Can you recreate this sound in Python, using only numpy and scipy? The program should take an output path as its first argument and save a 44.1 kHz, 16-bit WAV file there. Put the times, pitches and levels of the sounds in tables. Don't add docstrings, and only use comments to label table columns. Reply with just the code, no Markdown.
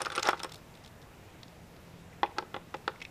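import sys
import numpy as np
from scipy import signal
from scipy.fft import rfft, irfft, next_fast_len
from scipy.io import wavfile

SR = 44100
rng = np.random.default_rng(int(sys.argv[2]) if len(sys.argv) > 2 else 0)


def voltage_ratio(level):
    return 10 ** (np.asarray(level, float) / 20)


def pcm_store(signal):
    levels = np.round(np.clip(np.atleast_2d(signal), -1, 1) * 32767)
    wavfile.write(sys.argv[1], SR, levels.astype(np.int16).T)


N = 136710

# (frequency [Hz], level [dB], t60 [s])
PANEL_MODES = [(367.5, -6, 0.12), (438, -6, 0.071), (520, -4, 0.063), (632, -13.5, 0.069), (829, -1, 0.047),
               (911, -5.5, 0.024), (1097, -4, 0.036), (1675, -12, 0.044), (1993, -7.5, 0.026),
               (2500, -6.5, 0.018), (2900, -14.5, 0.031), (3400, -6, 0.015)]
# (frequency [Hz], level [dB], t60 [s])
WELL_MODES = [(1229, -11.5, 0.038), (1333, -2.5, 0.019), (1491, -5, 0.014)]


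def rms_one(x):
    return x / np.sqrt(np.mean(x ** 2) + 1e-20)


def ring(clicks, hz, t60):
    radius = voltage_ratio(-60 / (max(t60, .002) * SR))
    angle = 2 * np.pi * min(hz, .45 * SR) / SR
    feedback = [1, -2 * radius * np.cos(angle), radius * radius]
    return signal.lfilter([0, np.sin(angle)], feedback, clicks + 1e-18)


def strike(times, gains, modes):
    travel_s = .0007
    starts = times[:, None] + rng.random(gains.shape) * travel_s
    at = np.minimum((starts * SR).astype(int), N - 1)
    out = 0
    for k, (hz, db, t60) in enumerate(modes):
        clicks = np.bincount(at[:, k], gains[:, k], N)
        out = out + ring(clicks, hz, t60) * voltage_ratio(db)
    return out


def crowd(low_hz, high_hz, db_at_1k, db_per_oct, t60_at_1k, count=64):
    damping = .6
    place = (np.arange(count) + rng.random(count)) / count
    hz = low_hz + (high_hz - low_hz) * place ** 1.5
    level = db_at_1k + db_per_oct * np.log2(hz / 1000)
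    return list(zip(hz, level, t60_at_1k * (1000 / hz) ** damping))


def knocks(modes):
    # (time [s], relative level [dB], tilt [dB per octave], screw-well ring [dB],
    #         bass ring [dB], hollow ring [dB])
    blows = [(0.017, -22, 3.5, 3, 4, -5), (0.057, -37, -2.5, 26, 0, -10), (0.066, -16.5, -1, 14, -13, -11),
             (0.102, -31, 2, 20, 4, -3), (0.119, -38, -2, 27, -10, -5), (0.153, -40, 1, 17, -14, -10),
             (0.178, -14, -9, 18, -7.5, -8), (0.197, -45, -3, 24, -11, 0), (0.23, -36, 0, 22.5, -7, 5),
             (0.253, -27, -3, 10, -8, -3), (0.2633, -24, -13.5, 16, -6.5, 8), (0.2795, -28, -8, 19, -3, -6),
             (0.2875, -0.5, -3, 5, -21.5, 0), (0.293, -17.5, 6, 8, 5.5, -10),
             (0.3314, -15, -3.5, 16, -6.5, 2), (0.3407, -24, 0, 6, -11, -2), (0.401, -27.5, -5, 13, -10, 2),
             (0.434, -23, 2.5, 1, -3, 0), (0.446, -17, -2, -6, 1.5, -2),
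             (2.2316, -6.5, -0.5, -21, -2.5, 5.5), (2.246, -22, -3.5, -3, 3, -13),
             (2.366, -34, -3, 0, 0, 4), (2.374, -30, -8, -1, -12, 10), (2.384, -13, 0, 11, 0, 4.5),
             (2.424, -25.5, -4.5, -8, -2.5, 0), (2.5425, -16.5, 0.5, 7, 0.5, 2),
             (2.564, -19, -0.5, 9, 0, 1), (2.7413, -23, 2.5, 6.5, -10, -1), (2.7443, -22.5, 2, 2, 10, 4.5),
             (2.878, -14, 1, 9, 1.5, 3.5)]
    bass_below_hz, hollow_below_hz = 700, 1000
    soft_above_hz, soft_db_per_oct = 3750, -15.5
    spread_db = 2.2
    s, db, tilt, well_db, bass_db, hollow_db = np.transpose(blows)[:, :, None]
    hz = np.array(modes)[:, 0]
    level = db - 16 + tilt * np.log2(hz / 1000)
    level = level + bass_db * (hz < bass_below_hz)
    level = level + soft_db_per_oct * np.log2(np.maximum(hz / soft_above_hz, 1))
    level = level + hollow_db * ((hz >= bass_below_hz) & (hz < hollow_below_hz))
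    level[:, :len(WELL_MODES)] += well_db
    is_main = np.arange(len(modes)) < len(WELL_MODES + PANEL_MODES)
    sign = np.where(is_main, 1, np.sign(rng.standard_normal(level.shape)))
    level = level + spread_db * rng.standard_normal(level.shape)
    return strike(s[:, 0], voltage_ratio(level) * sign, modes)


def ticks(modes, count=6):
    # (time [s], relative level [dB], favoured pitch [Hz], tilt [dB per octave], shank ring [dB])
    touches = [(0.0174, -28.5, 5350, 7.5, 15), (0.0488, -30.5, 2900, 3, -3), (0.058, -23.5, 2500, 5.5, -23),
               (0.0824, -53, 9000, 4, 10), (0.1007, -34.5, 3600, 4, -1), (0.12, -31, 3540, -1, 12),
               (0.1511, -26, 5760, -4, 13), (0.1573, -30, 3600, 8, 13), (0.163, -30.5, 2870, 1, 14),
               (0.179, -21, 2750, -5, 1), (0.195, -28.5, 3340, 6, -5), (0.2254, -24, 3400, 3.5, -16),
               (0.2296, -20.5, 6500, 5, -23), (0.254, -30, 3730, -1, 0), (0.262, -32, 3830, 0, -3),
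               (0.2722, -25.5, 5260, 6, -33), (0.287, -24, 2820, 12, -14), (0.307, -30.5, 2450, 2, 5),
               (0.394, -33, 2450, 2, 3), (0.4008, -34.5, 3440, 1, -3), (0.432, -29.5, 4930, 10, 2),
               (0.444, -31, 2580, 7, 0), (0.493, -38.5, 3120, 8, -15), (0.519, -32, 3560, 10.5, -14),
               (0.536, -43, 3180, 13, -8), (0.5433, -39.5, 4070, 11, -1), (0.556, -42, 3680, 10, -9),
               (0.5624, -45, 12300, 8, -2), (0.579, -53, 3380, 12, 4), (0.74, -55, 4030, -6, 0),
               (0.7514, -48, 4000, 0, 11), (0.7728, -49, 3370, 2, 0), (0.839, -48, 4700, 5, 0),
               (0.847, -46, 3580, 8, -2), (0.8602, -42, 3610, 9, -7), (0.876, -48, 3660, 9.5, -5),
               (1.0166, -47.5, 4970, 1, 0), (1.0253, -51.5, 3740, 7, -4), (1.431, -41.5, 4250, 3, -14),
               (1.4812, -50.5, 3700, 5, -1), (1.765, -54, 4500, -5, 0), (2.127, -59.5, 2280, -17, 0),
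               (2.26, -45, 2530, -10, 0), (2.312, -49.5, 2660, -9, 0), (2.384, -28.5, 4380, 1, -13),
               (2.7676, -43, 2640, 4, 0), (2.8778, -30.5, 4400, -3.5, -7), (2.9572, -51, 2270, -9, 0),
               (3.0028, -42, 2650, -4, 5), (3.016, -33, 2570, -9.5, 10), (3.0225, -34.5, 3400, 0, -4),
               (3.05, -34.5, 2450, -3.5, -10)]
    rattle_s, spread_db = .0045, 3.0
    peak_db, peak_oct = 11, .22
    shank_hz, shank_oct = 9300, 0.19
    s, db, top_hz, tilt, shank_db = np.transpose(touches)[:, :, None]
    hz = np.array(modes)[:, 0]
    late = rng.random((len(touches), count)) * (np.arange(count) > 0)
    colour = tilt * np.log2(hz / 4000)
    colour = colour + peak_db * np.exp(-(np.log2(hz / top_hz) / peak_oct) ** 2)
    colour = colour + shank_db * np.exp(-(np.log2(hz / shank_hz) / shank_oct) ** 2)
    chance = rng.standard_normal((len(touches), count, len(modes), 2))
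    touch_db = db - 17 - 11 * late
    level = touch_db[:, :, None] + colour[:, None] + spread_db * chance[..., 0]
    gains = voltage_ratio(level) * np.sign(chance[..., 1])
    times = s + late * rattle_s
    return strike(times.ravel(), gains.reshape(-1, len(modes)), modes)


def grind(panel, steel):
    # (time [s], panel level [dB], steel level [dB])
    strength = [(0, -37, -53), (0.028, -38, -50), (0.044, -51, -73), (.075, -39, -58), (.095, -52.5, -75),
                (0.129, -41, -46), (.148, -50, -84), (.165, -39.5, -59), (.195, -35.5, -48),
                (.218, -53.5, -59), (.24, -38.5, -53), (.27, -29.5, -46.5), (0.308, -37.5, -50),
                (.35, -73, -62), (.39, -60, -55), (.45, -43.5, -79), (.48, -58.5, -70), (.53, -62, -62),
                (.6, -65, -79)]
    grains_per_s = 1700
    well_boost_db = 9
    s, panel_db, steel_db = np.transpose(strength)
    t, out = np.arange(N) / SR, 0
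    panel = [(hz, db + well_boost_db * (k < len(WELL_MODES)), t60)
             for k, (hz, db, t60) in enumerate(panel)]
    for db, modes in ((panel_db, panel), (steel_db, steel)):
        times = np.sort(rng.random(int(grains_per_s * N / SR))) * N / SR
        grain_db = 3.7 * np.minimum(rng.exponential(1, (len(times), 1)), 4)
        gains = voltage_ratio(grain_db) * rng.standard_normal((len(times), len(modes)))
        envelope = voltage_ratio(np.interp(t, s, db, right=-120))
        out = out + rms_one(strike(times, gains, modes)) * envelope
    return out


def room(x):
    t60_s, wall_cut_hz = 0.36, 1290
    size = next_fast_len(N + SR)
    f = np.arange(size // 2 + 1) * SR / size
    response = 0
    for k, delay in enumerate(np.geomspace(.011, .041, 18)):
        dulling = (1 + 1j * f / wall_cut_hz) ** .5
        loop = voltage_ratio(-60 * delay / t60_s) / dulling * np.exp(-2j * np.pi * f * delay)
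        response = response + (-1) ** k * loop / (1 - loop)
    return irfft(rfft(x, size) * response, size)[:N]


def drift(rate_hz):
    pole = np.exp(-2 * np.pi * rate_hz / SR)
    noise = rng.standard_normal(N + SR)
    return rms_one(signal.lfilter([1], [1, -2 * pole, pole * pole], noise)[SR:])


def air(flicker_db):
    # (frequency [Hz], relative level [dB per Hz])
    air_colour = [(20, -19), (50, -8), (130, -3), (250, -10), (600, -12.5), (1200, -18.5), (2500, -22.5),
                  (4000, -29), (7000, -32), (11000, -38.5), (14500, -34.5), (15500, -44)]
    out, edges, white = 0, 22 * 2 ** np.arange(0, 9.7, .5), rng.standard_normal((2, N))
    hz, db = np.transpose(air_colour)
    for k, (low, high) in enumerate(zip(edges, edges[1:])):
        band_filter = signal.butter(2, [low, high], "band", fs=SR, output="sos")
        band = signal.sosfilt(band_filter, white[k % 2])
        band_db = np.interp(np.log(low * high) / 2, np.log(hz), db)
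        out = out + band * voltage_ratio(band_db + flicker_db * drift(6.5))
    return rms_one(out) * voltage_ratio(-53.5)


def hum():
    # (frequency [Hz], spread [Hz]); a wider spread rings shorter
    resonators = [(96, 67), (170, 4.9)]
    # (time [s], level [dB])
    swell = [(0, -66.5), (1.4, -67.5), (1.55, -56), (1.7, -64), (1.82, -56.5), (2.02, -56), (2.2, -67),
             (3.1, -65)]
    low, upper = [rms_one(ring(rng.standard_normal(N), hz, 4.8 / spread)) for hz, spread in resonators]
    swell_db = np.interp(np.arange(N) / SR, *np.transpose(swell))
    return voltage_ratio(-61) * low + voltage_ratio(swell_db) * upper


def scene():
    # (frequency [Hz], level [dB], t60 [s])
    steel_modes = [(2380, -13, 0.003), (3600, 2, .007), (4300, 11.5, 0.0019), (5320, -1, 0.013),
                   (7850, -9, 0.002), (8870, -9, 0.013), (12100, -14, 0.0085)]
    panel = WELL_MODES + PANEL_MODES + crowd(879.5, 13997, db_at_1k=-14.5, db_per_oct=-3, t60_at_1k=0.0742)
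    steel = steel_modes + crowd(1976, 15006, db_at_1k=-6, db_per_oct=-3.0, t60_at_1k=0.0412)
    bench = knocks(panel) + ticks(steel) + grind(panel, steel)
    radiation = signal.butter(3, (355, 9200), "band", fs=SR, output="sos")
    bench = signal.sosfilt(radiation, bench)
    mix = bench + voltage_ratio(-23) * room(bench) + air(flicker_db=0.9) + hum()
    return mix[None]


def top_cut(x):
    return signal.sosfilt(signal.butter(12, 15720, fs=SR, output="sos"), x)


def record(dry):
    low_pass = signal.cheby2(12, 40, 15500, fs=SR, output="sos")
    mix = signal.sosfilt(low_pass, dry)
    return top_cut(mix)


dry = scene()
out = record(dry)
pcm_store(out)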